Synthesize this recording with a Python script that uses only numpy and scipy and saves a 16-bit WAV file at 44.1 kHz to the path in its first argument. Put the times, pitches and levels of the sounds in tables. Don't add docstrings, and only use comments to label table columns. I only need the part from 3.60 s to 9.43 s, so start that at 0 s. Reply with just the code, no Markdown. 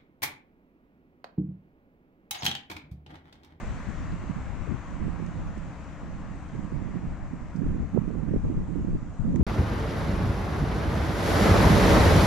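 import sys
import numpy as np
from scipy import signal
from scipy.fft import rfft, irfft, next_fast_len
from scipy.io import wavfile
from scipy.ndimage import uniform_filter1d

SR = 44100
rng = np.random.default_rng(int(sys.argv[2]) if len(sys.argv) > 2 else 0)


def wav_record(signal):
    frames = np.transpose(np.atleast_2d(signal))
    bounded = np.clip(frames, -1, 1)
    quanta = np.round(bounded * 32767).astype(np.int16)
    wavfile.write(sys.argv[1], SR, quanta)


N = 257103
TIME_S = np.arange(N) / SR

# start in seconds, length in seconds, buffeting in dB, rumble in dB,
# port (0 left, 1 right).
PORT_GUSTS = [(0.0, 0.22, -40, -31.5, 1), (0.06, 0.051, -41, -28, 0), (0.266, 0.037, -31, -29, 0),
              (0.337, 0.24, -45, -31.5, 0), (0.387, 0.28, -36.5, -31.5, 1), (0.51, 0.026, -32, -42, 1),
              (0.69, 0.02, -33.5, -42, 1), (0.753, 0.035, -30.5, -30, 1), (0.852, 0.18, -38.5, -28.5, 0),
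              (1, 0.021, -32.5, -32, 0), (1.073, 0.057, -26, -27, 0), (1.271, 0.11, -35.5, -30, 1),
              (1.42, 0.05, -42, -30, 0), (1.386, 0.17, -29, -26.5, 1), (1.591, 0.1, -30, -30, 1),
              (1.741, 0.081, -32.5, -32, 1), (1.77, 0.11, -41, -31.5, 0), (1.816, 0.26, -38.5, -31, 1),
              (2.415, 0.36, -39.5, -33.5, 1), (2.919, 0.14, -31, -32, 1), (3.111, 0.15, -30.5, -27, 1),
              (3.29, 0.23, -33, -34.5, 1), (3.453, 0.09, -44, -28.5, 0), (3.596, 0.046, -40, -29, 1),
              (3.635, 0.046, -39.5, -34, 0), (3.708, 0.026, -31, -42, 1), (3.799, 0.039, -34.5, -30, 1),
              (3.942, 0.15, -26.5, -32.5, 1), (4.042, 0.066, -37, -22, 0), (4.044, 0.14, -28.5, -27, 1),
              (4.178, 0.069, -29.5, -25, 0), (4.326, 0.1, -27, -29, 1), (4.442, 0.19, -26, -27.5, 1),
              (4.658, 0.11, -24.5, -31, 1), (4.702, 0.091, -33, -23, 0), (4.824, 0.06, -30.5, -23, 0),
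              (4.828, 0.2, -26.5, -39, 1), (4.95, 0.068, -33, -23, 0), (5.077, 0.13, -27, -27.5, 1),
              (5.177, 0.059, -31.5, -28.5, 0), (5.275, 0.086, -38, -23.5, 0), (5.26, 0.09, -25, -31, 1),
              (5.406, 0.1, -36.5, -30, 1), (5.586, 0.033, -31, -22.5, 0), (5.631, 0.31, -24, -25.5, 1),
              (5.662, 0.06, -26, -28, 0), (5.793, 0.092, -22.5, -13.5, 0)]
# buffeting in dB, rumble in dB.
BREEZE_DB = [(-46.5, -40), (-48.5, -43)]
# frequency in Hz, relative level in dB.
BUFFET_SPECTRUM = [(20, -18.5), (60, -6), (115, -6.5), (145, -0.5), (168, 5.5), (195, -0.5), (240, -2.5),
                   (400, -10.5), (1000, -11), (3000, -0.5)]
# frequency in Hz, relative level in dB.
EDDY_SPECTRUM = [(5, -20), (20, 5.5), (45, 2), (75, -3.5), (110, -2.5), (200, -33), (500, -78.5),
                 (3000, -115)]
# time in seconds, level in dB, pitch in Hz, port (0 left, 1 right).
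HARD_VORTICES = [(0.092, -38, 354, 0), (0.29, -24.5, 220, 0), (0.4605, -25, 96, 0), (0.534, -22.5, 161, 1),
                 (0.544, -21, 148, 1), (0.64, -25.5, 281, 1), (0.699, -17, 203, 1), (0.71, -17, 148, 1),
                 (0.767, -21.5, 191, 1), (1.077, -28, 445, 0), (1.112, -24, 210, 0),
                 (1.1215, -15.5, 172, 0), (1.146, -15.5, 151, 0), (1.408, -25, 250, 1),
                 (1.467, -20.5, 242, 1), (1.482, -22.5, 313, 1), (1.602, -25.5, 278, 1),
                 (1.625, -22, 220, 1), (1.975, -25, 281, 1), (2.953, -28, 368, 1), (2.996, -23.5, 254, 1),
                 (3.125, -22.5, 305, 1), (3.161, -25.5, 277, 1), (3.224, -16, 192, 1), (3.29, -29, 315, 1),
                 (3.358, -19.5, 251, 1), (3.737, -20.5, 224, 1), (3.972, -20.5, 230, 1),
                 (3.9925, -17, 146, 1), (4.0187, -15.5, 230, 1), (4.033, -21.5, 315, 1),
                 (4.065, -22, 280, 1), (4.09, -21, 74.5, 0), (4.165, -18.5, 244, 1), (4.23, -24.5, 305, 0),
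                 (4.349, -12.5, 188, 1), (4.3628, -13, 276, 1), (4.3763, -8.5, 416, 1),
                 (4.388, -10.5, 156, 1), (4.48, -20.5, 280, 1), (4.506, -24, 443, 1), (4.5535, -23, 394, 1),
                 (4.687, -25, 168, 1), (4.7105, -23, 360, 1), (4.739, -16.5, 408, 1), (4.746, -15, 265, 1),
                 (4.762, -16, 365, 1), (4.723, -29, 281, 0), (4.849, -35, 400, 0), (4.852, -25, 445, 1),
                 (4.901, -19, 278, 1), (4.978, -30, 281, 0), (4.978, -23, 317, 1), (5.159, -21, 315, 1),
                 (5.198, -25.5, 281, 0), (5.249, -16, 240, 1), (5.283, -31, 397, 1), (5.331, -26, 348, 1),
                 (5.352, -18, 273, 1), (5.597, -15.5, 139, 0), (5.682, -20, 254, 1), (5.686, -26, 260, 0),
                 (5.705, -18, 158, 0), (5.745, -25, 483, 1), (5.757, -12, 200, 1), (5.797, -13, 205, 0),
                 (5.811, -21, 375, 1), (5.818, -18, 90, 0)]
# frequency in Hz, relative level in dB.
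ROAR_SPECTRUM = [(150, 8), (400, -5), (520, 2.5), (720, 1.5), (850, 0), (1070, 1.5), (1400, -2.5),
                 (2000, -6.5), (2600, -12.5), (3300, -24), (5000, -34), (9000, -63)]
# frequency in Hz, relative level in dB.
NEAR_SPECTRUM = [(250, 9), (600, 5.5), (1050, -18.5), (1600, 1), (2300, -18.5), (3500, -28), (9000, -61)]
# frequency in Hz, relative level in dB.
HISS_SPECTRUM = [(1500, -14.5), (3000, 1.5), (4000, -1), (5100, -3), (6200, 1.5), (7200, 2), (8300, -4.5),
                 (9100, -11), (9800, -22.5), (11200, -17.5), (13000, -31.5)]
# time in seconds, level in dB.
HISS_ENVELOPE = [(0, -61.5), (0.6, -65.5), (1.3, -67.4), (2.0, -67.5), (3.5, -70), (3.75, -71), (4.4, -72),
                 (4.95, -71.3), (5.83, -71)]
# frequency in Hz, coherence from 0 to 1.
STREET_COHERENCE = [(60, 0.95), (300, 0.88), (550, 0.85), (1000, 0.73), (2400, 0.63), (4000, 0.4),
                    (7000, 0.08), (12000, 0)]
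# centre in Hz, width in Hz, level in dB.
DRONE_BANDS = [(77.4, 34, -53.5), (174.6, 83, -49), (267.4, 102, -51.5)]
# frequency in Hz, level in dB.
HUM_TONES = [(63, -49), (299, -60)]
# frequency in Hz, relative level in dB, 60 dB decay time in seconds.
CLICK_MODES = [(960, -3, 0.012), (1900, 1.5, 0.004), (3100, -10, .003), (5000, -16, 0.0033)]
# start in seconds, level in dB, pitch in Hz, decay in seconds,
# left bias in dB.
TICK_EVENTS = [(0.521, -53, 3600, .003, 0), (1.664, -57, 5960, 0.003, 6), (1.978, -61, 6500, .01, 2),
               (2.889, -59, 6200, .0015, 0), (2.958, -60, 5500, .0015, 0), (3.96, -58.5, 5900, 0.011, 2),
               (5.7593, -42, 7550, 0.00054, 1.5), (5.7673, -54, 6500, .0008, 5)]


def gain_of(db):
    return 10 ** (np.asarray(db) / 20)


def pan(left_db):
    return gain_of(np.array([[1], [-1]]) * left_db)


def unit_rms(x):
    return x / np.sqrt(np.mean(x ** 2) + 1e-20)


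def curve_at(points, hz):
    f, value = np.transpose(points)
    return np.interp(np.log(hz + 1), np.log(f + 1), value)


def add(mix, start_s, sound):
    part = mix[max(round(start_s * SR), 0):][:len(sound)]
    part += sound[:len(part)]


def filtered(x, gain):
    size = next_fast_len(N)
    return irfft(rfft(x, size) * gain(np.fft.rfftfreq(size, 1 / SR)), size)[..., :N]


def wobble(hz):
    return unit_rms(filtered(rng.standard_normal(N), lambda f: np.exp(-(f / hz) ** 2)))


def gust_levels(port):
    attack_s, sag_db, release_s = 0.014, 1, 0.038
    t = TIME_S[::64]
    power = np.outer(gain_of(BREEZE_DB[port]) ** 2, np.ones(len(t)))
    for start_s, length_s, buffet_db, rumble_db, side in PORT_GUSTS:
        if round(side) == port:
            age_s = t - start_s
            swell = np.clip(age_s / attack_s, 0, 1)
            sag = gain_of(sag_db * (.5 - np.clip(age_s / length_s, 0, 1)))
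            release = np.exp(-np.maximum(age_s - length_s, 0) / release_s)
            power += np.outer(gain_of([buffet_db, rumble_db]), swell * sag * release) ** 2
    return [np.interp(TIME_S, t, 10 * np.log10(p)) for p in power]


def buffet(gust_db, trim_db, corner_hz, octaves_per_db, steepness, flutter_db):
    noise = filtered(rng.standard_normal(N), lambda f: gain_of(curve_at(BUFFET_SPECTRUM, f)))
    hz, t, frames = signal.stft(noise, SR, nperseg=512, noverlap=384)
    rolloff_hz = corner_hz * 2 ** (octaves_per_db * (np.interp(t, TIME_S, gust_db) + 30))
    frames = frames / np.sqrt(1 + (hz[:, None] / rolloff_hz) ** steepness)
    air = signal.istft(frames, SR, nperseg=512, noverlap=384)[1][:N]
    air /= np.sqrt(uniform_filter1d(air ** 2, size=1800) + 1e-12)
    flutter = unit_rms(gain_of(flutter_db * wobble(hz=45)))
    return air * flutter * gain_of(gust_db + trim_db)


def rumble(eddy_db, trim_db):
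    air = filtered(rng.standard_normal(N), lambda f: gain_of(curve_at(EDDY_SPECTRUM, f)))
    air /= np.sqrt(uniform_filter1d(air ** 2, size=6000) + 1e-12)
    return air * gain_of(eddy_db + trim_db)


def small_vortices(gust_db, port, rate_per_s=6, over_db=2.5, centre_hz=200, spread_octaves=0.47):
    wait, size, pitch = rng.random((200, 3)).T
    times_s = np.cumsum(-np.log(1 - wait)) / rate_per_s
    levels_db = np.interp(times_s, TIME_S, gust_db) + over_db + 10 * np.log10(.5 + size)
    pitches_hz = centre_hz * 2 ** (spread_octaves * (2 * pitch - 1))
    return [(s, db, hz, port) for s, db, hz in zip(times_s, levels_db, pitches_hz) if s < TIME_S[-1]]


def thumps(vortices, trim_db=-1, width_cycles=0.56, sharpness=1.22, crack_ratio=2.3, crack_db=-12.5):
    out, t = np.zeros((2, N)), np.arange(-SR // 30, SR // 30) / SR
    for time_s, db, hz, port in vortices:
        strength = gain_of(db + trim_db)
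        window = 1 / (1 + (hz * t / width_cycles) ** 2 / sharpness) ** sharpness
        swing = np.sin(2 * np.pi * hz * t) * window
        crack = gain_of(crack_db) * np.sin(2 * np.pi * crack_ratio * hz * t) * window
        add(out[round(port)], time_s + t[0], strength * swing / swing.max() + strength ** 2 * crack)
    return out


def street_noise(spectrum, low_hz, high_hz, patch_db, tilt_db_per_octave):
    size, hop = 1024, 256
    hz = np.fft.rfftfreq(size, 1 / SR)
    a, b, c, d, patches = rng.standard_normal((5, N // hop + 5, len(hz)))
    patches = uniform_filter1d(patches, size=18, axis=0)
    patches = unit_rms(uniform_filter1d(patches, size=8, axis=1))
    coherence = np.clip(curve_at(STREET_COHERENCE, hz), 0, 1)
    left = a + 1j * b
    right = coherence * left + np.sqrt(1 - coherence ** 2) * (c + 1j * d)
    octaves = np.log2(np.maximum(hz, low_hz / 2) / np.sqrt(low_hz * high_hz))
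    tilt_db = tilt_db_per_octave * np.outer(np.linspace(-.5, .5, len(a)), octaves)
    frames = np.array([left, right]) * gain_of(curve_at(spectrum, hz) + patch_db * patches + tilt_db)
    noise = signal.istft(frames, nperseg=size, noverlap=size - hop, time_axis=1, freq_axis=2)[1][:, :N]
    return noise / np.std(filtered(noise.mean(0), lambda f: (f > low_hz) & (f < high_hz)))


def traffic(roar_db=-47.5, roar_fade_db_per_s=1.7337, near_db=-52, near_fade_db_per_s=42):
    roar = street_noise(ROAR_SPECTRUM, low_hz=826, high_hz=4400, patch_db=1.06, tilt_db_per_octave=-3)
    hiss = street_noise(HISS_SPECTRUM, low_hz=3470, high_hz=9000, patch_db=1.55, tilt_db_per_octave=3)
    near = street_noise(NEAR_SPECTRUM, low_hz=1100, high_hz=2800, patch_db=2, tilt_db_per_octave=-2)
    roar *= gain_of(roar_db - roar_fade_db_per_s * TIME_S)
    hiss *= gain_of(np.interp(TIME_S, *np.transpose(HISS_ENVELOPE)))
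    near *= gain_of(near_db - near_fade_db_per_s * TIME_S)
    return (roar + near) * pan(left_db=1.66) + hiss * pan(left_db=np.linspace(1.0, -0.6, N))


def tram(stereo_spread=0.36, waver_hz=2.82, swell_db=4.0, fade_db_per_s=0.28):
    out = np.zeros((2, N))
    for hz, width_hz, db in DRONE_BANDS:
        rolling = rng.standard_normal(N) + stereo_spread * rng.standard_normal((2, N))
        drone = filtered(rolling, lambda f: 1 / (1 + ((f - hz) / width_hz * 1.34) ** 2))
        out += gain_of(db) * unit_rms(drone)
    for hz, db in HUM_TONES:
        cycles = np.cumsum(hz + waver_hz * wobble(hz=6.4)) / SR
        hum = np.sin(2 * np.pi * cycles) * gain_of(swell_db * wobble(hz=8.4))
        out += gain_of(db) * unit_rms(hum)
    return out * pan(left_db=2.5) * gain_of(fade_db_per_s * (TIME_S.mean() - TIME_S))


def handling_click(start_s=5.7604, level_db=-36, rise_s=0.00017):
    out, t = np.zeros(N), np.arange(SR // 50) / SR
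    ring = sum(gain_of(db - 60 * t / t60_s) * np.sin(2 * np.pi * hz * t) for hz, db, t60_s in CLICK_MODES)
    add(out, start_s, gain_of(level_db) * ring * (1 - np.exp(-t / rise_s)))
    return out * pan(left_db=9.0)


def ticks(width_octaves=0.62, top_hz=9500):
    out, t = np.zeros((2, N)), np.arange(-SR // 100, SR // 20) / SR
    f = np.fft.rfftfreq(len(t), 1 / SR) + 1
    for start_s, db, hz, decay_s, left_db in TICK_EVENTS:
        band = unit_rms(np.exp(-(np.log2(f / hz) / width_octaves) ** 2) / (1 + (f / top_hz) ** 10))
        for channel, side_gain in zip(out, pan(left_db)):
            burst = rng.standard_normal(len(t)) * (t >= 0) * np.exp(-abs(t) / decay_s)
            add(channel, start_s + t[0], gain_of(db) * side_gain * irfft(rfft(burst) * band, len(t)))
    return out


def scene():
    (left_db, left_eddy_db), (right_db, right_eddy_db) = gust_levels(0), gust_levels(1)
    left = buffet(left_db, trim_db=-1, corner_hz=277, octaves_per_db=0.055,
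                  steepness=5.55, flutter_db=-0.5)
    right = buffet(right_db, trim_db=-0.02, corner_hz=280, octaves_per_db=0.04,
                   steepness=6.76, flutter_db=2.5)
    left += rumble(left_eddy_db, trim_db=-2.5)
    right += rumble(right_eddy_db, trim_db=-4)
    street = traffic() + tram()
    vortices = HARD_VORTICES + small_vortices(left_db, port=0) + small_vortices(right_db, port=1)
    return np.array([left, right]) + thumps(vortices) + street + handling_click() + ticks()


def record(dry):
    lowpass = signal.firwin(511, 13000, window=("kaiser", 9), fs=SR)
    return signal.oaconvolve(dry, lowpass[None], "same")


dry = scene()
out = record(dry)
wav_record(out)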